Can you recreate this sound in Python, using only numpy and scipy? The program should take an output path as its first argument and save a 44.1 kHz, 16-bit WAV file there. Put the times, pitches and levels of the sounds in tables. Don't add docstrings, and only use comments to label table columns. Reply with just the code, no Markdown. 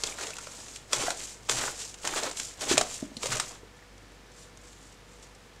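import sys
import numpy as np
from scipy import signal
from scipy.fft import rfft, irfft, next_fast_len
from scipy.io import wavfile
from scipy.ndimage import map_coordinates

SR = 44100
rng = np.random.default_rng(int(sys.argv[2]) if len(sys.argv) > 2 else 0)


def unload_audio(sound):
    columns = np.transpose(np.atleast_2d(sound))
    steps = np.round(np.clip(columns, -1, 1) * 32767)
    wavfile.write(sys.argv[1], SR, steps.astype(np.int16))


N = 246959
CLOCK = np.arange(0, N / SR + .002, .001)


def amp(db):
    return 10 ** (np.asarray(db) / 20)


def unit(x):
    return x / np.sqrt(np.mean(x ** 2) + 1e-20)


def along(points, hz):
    point_hz, value = np.transpose(points)
    return np.interp(np.log(hz + 1), np.log(point_hz + 1), value)


def wobble(rate):
    knots = rng.standard_normal(int(N * rate / SR) + 4)
    return map_coordinates(knots, [np.arange(N) * rate / SR])


def coloured(x, spectrum):
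    size = 4096
    gain = amp(along(spectrum, np.fft.rfftfreq(size, 1 / SR)))
    cepstrum = irfft(np.log(gain))
    cepstrum[1:size // 2] *= 2
    cepstrum[size // 2 + 1:] = 0
    kernel = irfft(np.exp(rfft(cepstrum)))[:size // 2]
    return signal.fftconvolve(x, kernel / np.linalg.norm(kernel))[:len(x)]


def bursts(shape, spiky_db):
    boost_db = spiky_db * np.minimum(rng.exponential(size=shape[-1]), 5)
    return unit(rng.standard_normal(shape) * amp(boost_db))


def paste():
    # frequency_hz, relative level_db [dB per Hz]
    fizz_spectrum = [(1200, -28), (2500, -11), (4000, -7.5), (6000, -2), (7300, 1), (8500, -5),
                     (10500, -15.5), (13000, -23.5), (15000, -48), (15600, -58)]
    # frequency_hz, relative level_db [dB per Hz]
    squelch_spectrum = [(120, -31), (300, 1.5), (600, 2.5), (1200, -3.5), (2200, -8), (4000, -7),
                        (8000, -35.5)]
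    # frequency_hz, relative level_db [dB per Hz]
    tub_spectrum = [(15, -1.5), (50, -20), (100, -14), (130, 1), (165, -14), (270, -11), (500, -44)]
    fizzing, squelching, pushing = effort()
    flow = wobble(25.04)
    fizz = fizzing * amp(1.16 * flow) * crackle(fizz_spectrum, spiky_db=4.0, clump_db=2.0, clump_rate=140)
    squelch = squelching * amp(0.72 * flow)
    squelch = squelch * crackle(squelch_spectrum, spiky_db=3.0, clump_db=4.0, clump_rate=70)
    push = pushing * crackle(tub_spectrum, spiky_db=3.0, clump_db=2.0, clump_rate=8.38)
    blips = bubbles(count=6700, centre_hz=2870, spread=0.602, cycles=1.03, spiky_db=4.5)
    blips = np.sqrt(fizzing * squelching) * amp(-4.0) * blips
    return fizz + blips + squelch + push


def effort():
    # land_s, land_fizz_db, land_squelch_db (hands land), give_s, fizz_db, squelch_db (paste yields),
    # end_s (grip ends), weigh_s, push_db (full weight on the tub), lift_s (weight lifts)
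    squeezes = [(0.07, -37.5, -45, 0.2, -42, -43, 0.36, 0.04, -57, 0.1),
                (0.94, -35.5, -35.5, 1.016, -36, -36.5, 1.115, 1, -45, 1.0),
                (1.509, -32.5, -37, 1.585, -36.5, -37.5, 1.70, 1.55, -42, 1.57),
                (2.046, -36, -39, 2.146, -38, -36, 2.296, 2.13, -48.5, 2.14),
                (2.617, -36.5, -36, 2.71, -35.5, -35, 2.816, 2.70, -44.5, 2.82),
                (3.233, -34.5, -44, 3.34, -34.5, -34, 3.35, 3.31, -43, 3.37)]
    # start_s, end_s, fizz_db, squelch_db, sag_db_per_s
    peels = [(0.0, 0.057, -46, -51, 10), (0.415, 0.77, -45.5, -55.5, 12), (1.205, 1.325, -37.5, -50.5, 74),
             (1.794, 1.895, -38.5, -56, 90), (2.384, 2.506, -37.5, -54, 65), (2.90, 3.01, -39, -52, 49.5),
             (3.432, 3.53, -43.5, -50, 66), (4.382, 4.437, -55, -74, 5), (4.65, 4.75, -59, -72, 20),
             (4.83, 4.925, -58, -69, 24), (5.13, 5.15, -58.5, -72, 20), (5.23, 5.25, -58, -75, 20)]
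    # rise dB per s, sag dB per s while held, fall dB per s
    landing, yielding, weight = (710, 0, 152), (216, 40, 207), (250, 38, 170)
    peel_rise_db_per_s, peel_fall_db_per_s = 224, 238
    approach_db, approach_db_per_s = -15.5, 200
    squelch_sag = 1.44
    settling_fizz_db, settling_squelch_db, settling_push_db = -62, -65, -66
    still_s, still_fizz_db = 3.6, -69.5

    kneading = CLOCK < still_s
    fizz = amp(np.where(kneading, settling_fizz_db, still_fizz_db)) ** 2
    squelch = kneading * amp(settling_squelch_db) ** 2
    push = kneading * amp(settling_push_db) ** 2
    rise, sag, fall = yielding
    for land, land_fizz_db, land_squelch_db, give, fizz_db, squelch_db, end, weigh, push_db, lift in squeezes:
        fizz = fizz + gesture(land, land, land_fizz_db + approach_db, approach_db_per_s, 0, fall)
        fizz = fizz + gesture(land, land, land_fizz_db, *landing)
        fizz = fizz + gesture(give, end, fizz_db, *yielding)
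        squelch = squelch + gesture(land, land, land_squelch_db, *landing)
        squelch = squelch + gesture(give, end, squelch_db, rise, squelch_sag * sag, fall)
        push = push + gesture(weigh, lift, push_db, *weight)
    for start, end, fizz_db, squelch_db, peel_sag in peels:
        slopes = peel_rise_db_per_s, peel_sag, peel_fall_db_per_s
        fizz = fizz + gesture(start, end, fizz_db, *slopes)
        squelch = squelch + gesture(start, end, squelch_db, *slopes)
    return [np.interp(np.arange(N) / SR, CLOCK, np.sqrt(power)) for power in (fizz, squelch, push)]


def gesture(start, end, db, rise, sag, fall):
    before = np.maximum(start - CLOCK, 0)
    held = np.clip(CLOCK - start, 0, max(end - start, 0))
    after = np.maximum(CLOCK - max(end, start), 0)
    lost_db = rise * before + sag * held + fall * after
    return amp(db - lost_db) ** 2


def crackle(spectrum, spiky_db, clump_db, clump_rate):
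    clumped = bursts((N,), spiky_db) * amp(clump_db * wobble(clump_rate))
    return unit(coloured(clumped, spectrum))


def bubbles(count, centre_hz, spread, cycles, spiky_db):
    draw, t = rng.random((count, 3)), np.arange(320) / SR
    hz = np.clip(centre_hz * np.exp(spread * rng.standard_normal((count, 1))), 900, 9000)
    size = amp(-spiky_db * np.log(draw[:, 1:2] + 0.012))
    size = size * np.sqrt(hz / centre_hz)
    ring = size * np.sin(2 * np.pi * hz * t) * np.exp(-t * hz / cycles)
    at = (draw[:, :1] * N).astype(int) + np.arange(len(t))
    return unit(np.bincount(at.ravel(), ring.ravel())[:N])


def breaks():
    # start_s, level_db (before filtering), low_part_db (relative, before the slap gain)
    smacks = [(0.0361, -11.5, -17), (0.1845, -25.5, -1), (0.2094, -22, -6), (0.2682, -21.5, -11),
              (0.3044, -24, -12), (0.3661, -24, -13), (0.384, -23, -4), (0.4693, -27, -5),
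              (0.602, -28.5, -15), (0.6824, -27, -24), (0.7586, -20.5, -22), (0.9238, -21.5, -4),
              (0.9308, -6, -8), (1.1044, -14.5, -2.5), (1.305, -39, -15), (1.4887, -20, 1),
              (1.495, -6.5, -11.5), (1.5119, -16.5, -7.5), (1.5678, -21, -11), (1.941, -24.5, -18),
              (1.985, -36, -20), (2.0306, -29, -14), (2.05, -17, -11), (2.0735, -13, -6.5),
              (2.1362, -24, 5.5), (2.2333, -15.5, -9), (2.2535, -24.5, 3.5), (2.3113, -21.5, -10),
              (2.371, -19.5, -29), (2.3979, -16, -16), (2.609, -19, -12), (2.7718, -17, -4),
              (2.7786, -3.5, -13.5), (2.8113, -10, -8), (3.1682, -24.5, -24), (3.2314, -15.5, -10),
              (3.257, -15.5, -14), (3.2674, -17, -14.5), (3.3683, -15.5, -8), (3.3983, -11, -6),
              (3.979, -41, -20), (4.119, -44, -1), (4.317, -40.5, -20), (4.3803, -42, -10),
              (4.5719, -35, -15), (4.655, -42, -20), (4.729, -37, -26), (4.9247, -42, -15),
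              (5.228, -35, -16), (5.3482, -39, -20.5)]
    # crest_s, level_db (before filtering),
    # low_part_db (relative, before the slap gain), width_s (standard deviation of the swell)
    spurts = [(0.231, -36.5, -12.5, 0.0086), (1.022, -36, -8.5, 0.023), (1.071, -33, -2.5, 0.003),
              (1.585, -32, -8.5, 0.013), (1.618, -35.5, -1.5, 0.0044), (1.638, -40, 10, 0.0022),
              (1.68, -40.5, 5.5, 0.0049), (1.815, -38.5, -13.5, 0.011), (2.176, -32, -6.5, 0.013),
              (2.268, -40, -1, 0.0078), (2.70, -28, -14, 0.0086), (2.722, -25.5, -12, 0.013),
              (3.325, -30, -7, 0.0096), (4.42, -58, -15, 0.0084)]
    # frequency_hz, relative level_db [dB per Hz]
    crack_spectrum = [(1200, -15.5), (2500, -2), (4500, -2.5), (7300, 0.5), (9000, -6.5), (11000, -20),
                      (15000, -36), (15600, -53)]
    # frequency_hz, relative level_db [dB per Hz]
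    slap_spectrum = [(200, -33.5), (600, 2.5), (1300, 10), (2400, 0), (4500, -22)]
    smack_t60_s = 0.028
    drive, t = np.zeros((2, N + SR)), np.arange(SR // 8) / SR
    for start, db, low_db in smacks:
        sudden = np.clip(amp(db + 11.5), .45, 1)
        rise = 1 - np.exp(-t * sudden / 0.00043)
        run = 0.38 * bursts((2, len(t)), spiky_db=3.5) * rise * amp(-60 * t / smack_t60_s)
        run[:, [20, 25, 112]] += sudden * np.array([.9, -1.1, .6])
        drive[:, round(start * SR):][:, :len(t)] += amp([[db], [db + low_db]]) * run
    for crest, db, low_db, width in spurts:
        swell = np.exp(-((t - t.mean()) / width) ** 2 / 2)
        spurt = swell * bursts((2, len(t)), spiky_db=2.5)
        drive[:, round((crest - t.mean()) * SR):][:, :len(t)] += amp([[db], [db + low_db]]) * spurt
    bright = coloured(drive[0, :N], crack_spectrum)
    low = amp(2.5) * coloured(drive[1, :N], slap_spectrum)
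    return bright + low


def pops():
    # start_s, level_db (before the swell), pitch_hz (at the start)
    pockets = [(.036, -32.5, 435), (.0735, -30, 3420), (.0885, -38, 2420), (.124, -36, 2290),
               (.305, -39, 614), (.335, -36.5, 2560), (.471, -37.5, 550), (.932, -27.5, 506),
               (1.036, -28.5, 423), (1.082, -20, 683), (1.497, -27, 443), (2.049, -33, 670),
               (2.233, -33.5, 350), (2.7127, -15, 358), (2.739, -23, 270), (2.778, -15.5, 590),
               (2.811, -18, 680), (3.026, -22.5, 263.5), (3.116, -36.5, 257.1), (3.168, -33.5, 217),
               (3.1685, -32, 4160), (3.239, -28, 457), (3.259, -27.5, 527), (3.632, -40, 420),
               (3.791, -51, 1900), (3.825, -49, 1800)]
    t60_at_1khz_s, shortening = 0.018, 0.35
    out, t = np.zeros(N + SR), np.arange(SR // 6) / SR
    for start, db, hz in pockets:
        t60 = t60_at_1khz_s * (hz / 1000) ** -shortening
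        phase = 2 * np.pi * hz * (t + 3 * t * t)
        swell = amp(-60 * t / max(t60, .006)) * (1 - np.exp(-t * hz / 0.44))
        ring = np.sin(phase) + 0.29 * np.sin(2.28 * phase)
        out[round(start * SR):][:len(t)] -= amp(db) * 2 * swell * ring
    return out[:N]


def room(x):
    # frequency_hz, t60_s
    decay = [(200, 0.35), (1500, 0.19), (8000, 0.14)]
    out, step = np.zeros(N + SR), SR // 4
    for start in range(0, N, step):
        hz, t, noise = signal.stft(rng.standard_normal(SR // 2), SR, nperseg=256)
        fade = amp(-60 * t / along(decay, hz)[:, None])
        tail = signal.istft(noise * fade, SR, nperseg=256)[1]
        wet = signal.fftconvolve(x[start:start + step], tail / np.linalg.norm(tail))
        out[start + 150:][:len(wet)] += wet
    return out[:N]


def background():
    # frequency_hz, relative level_db [dB per Hz]
    hiss_spectrum = [(15, -31), (25, -15), (56, -8.5), (144, -5), (378, -9.5), (482, -8), (582, -11.5),
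                     (1750, -15), (5720, -22), (10300, -32), (15500, -41.5)]
    # multiple of the turning rate, level_db [rms, before the wobble]
    motor_orders = [(1, -59), (2, -66), (10, -67.5), (35, -87), (36, -73), (40, -89), (44, -76.5),
                    (47, -80)]
    motor_hz, hiss_db = 48.73, -54.5
    turn = 2 * np.pi * motor_hz * np.arange(N) / SR
    hum = np.zeros(N)
    for order, db in motor_orders:
        level = np.sqrt(2) * amp(db + 1.7 * wobble(12))
        hum += level * np.sin(order * turn + 0.25 * wobble(5.5))
    hiss = amp(hiss_db) * unit(coloured(rng.standard_normal(N), hiss_spectrum))
    return hum + hiss


def scene():
    hands = paste() + breaks() + pops()
    return (hands + amp(-10) * room(hands) + background())[None]


def record(dry):
    top_hz = 15640
    size = next_fast_len(N + 8192)
    kept = np.fft.rfftfreq(size, 1 / SR) < top_hz
    return irfft(rfft(dry, size) * kept, size)[:, :N]


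dry = scene()
out = record(dry)
unload_audio(out)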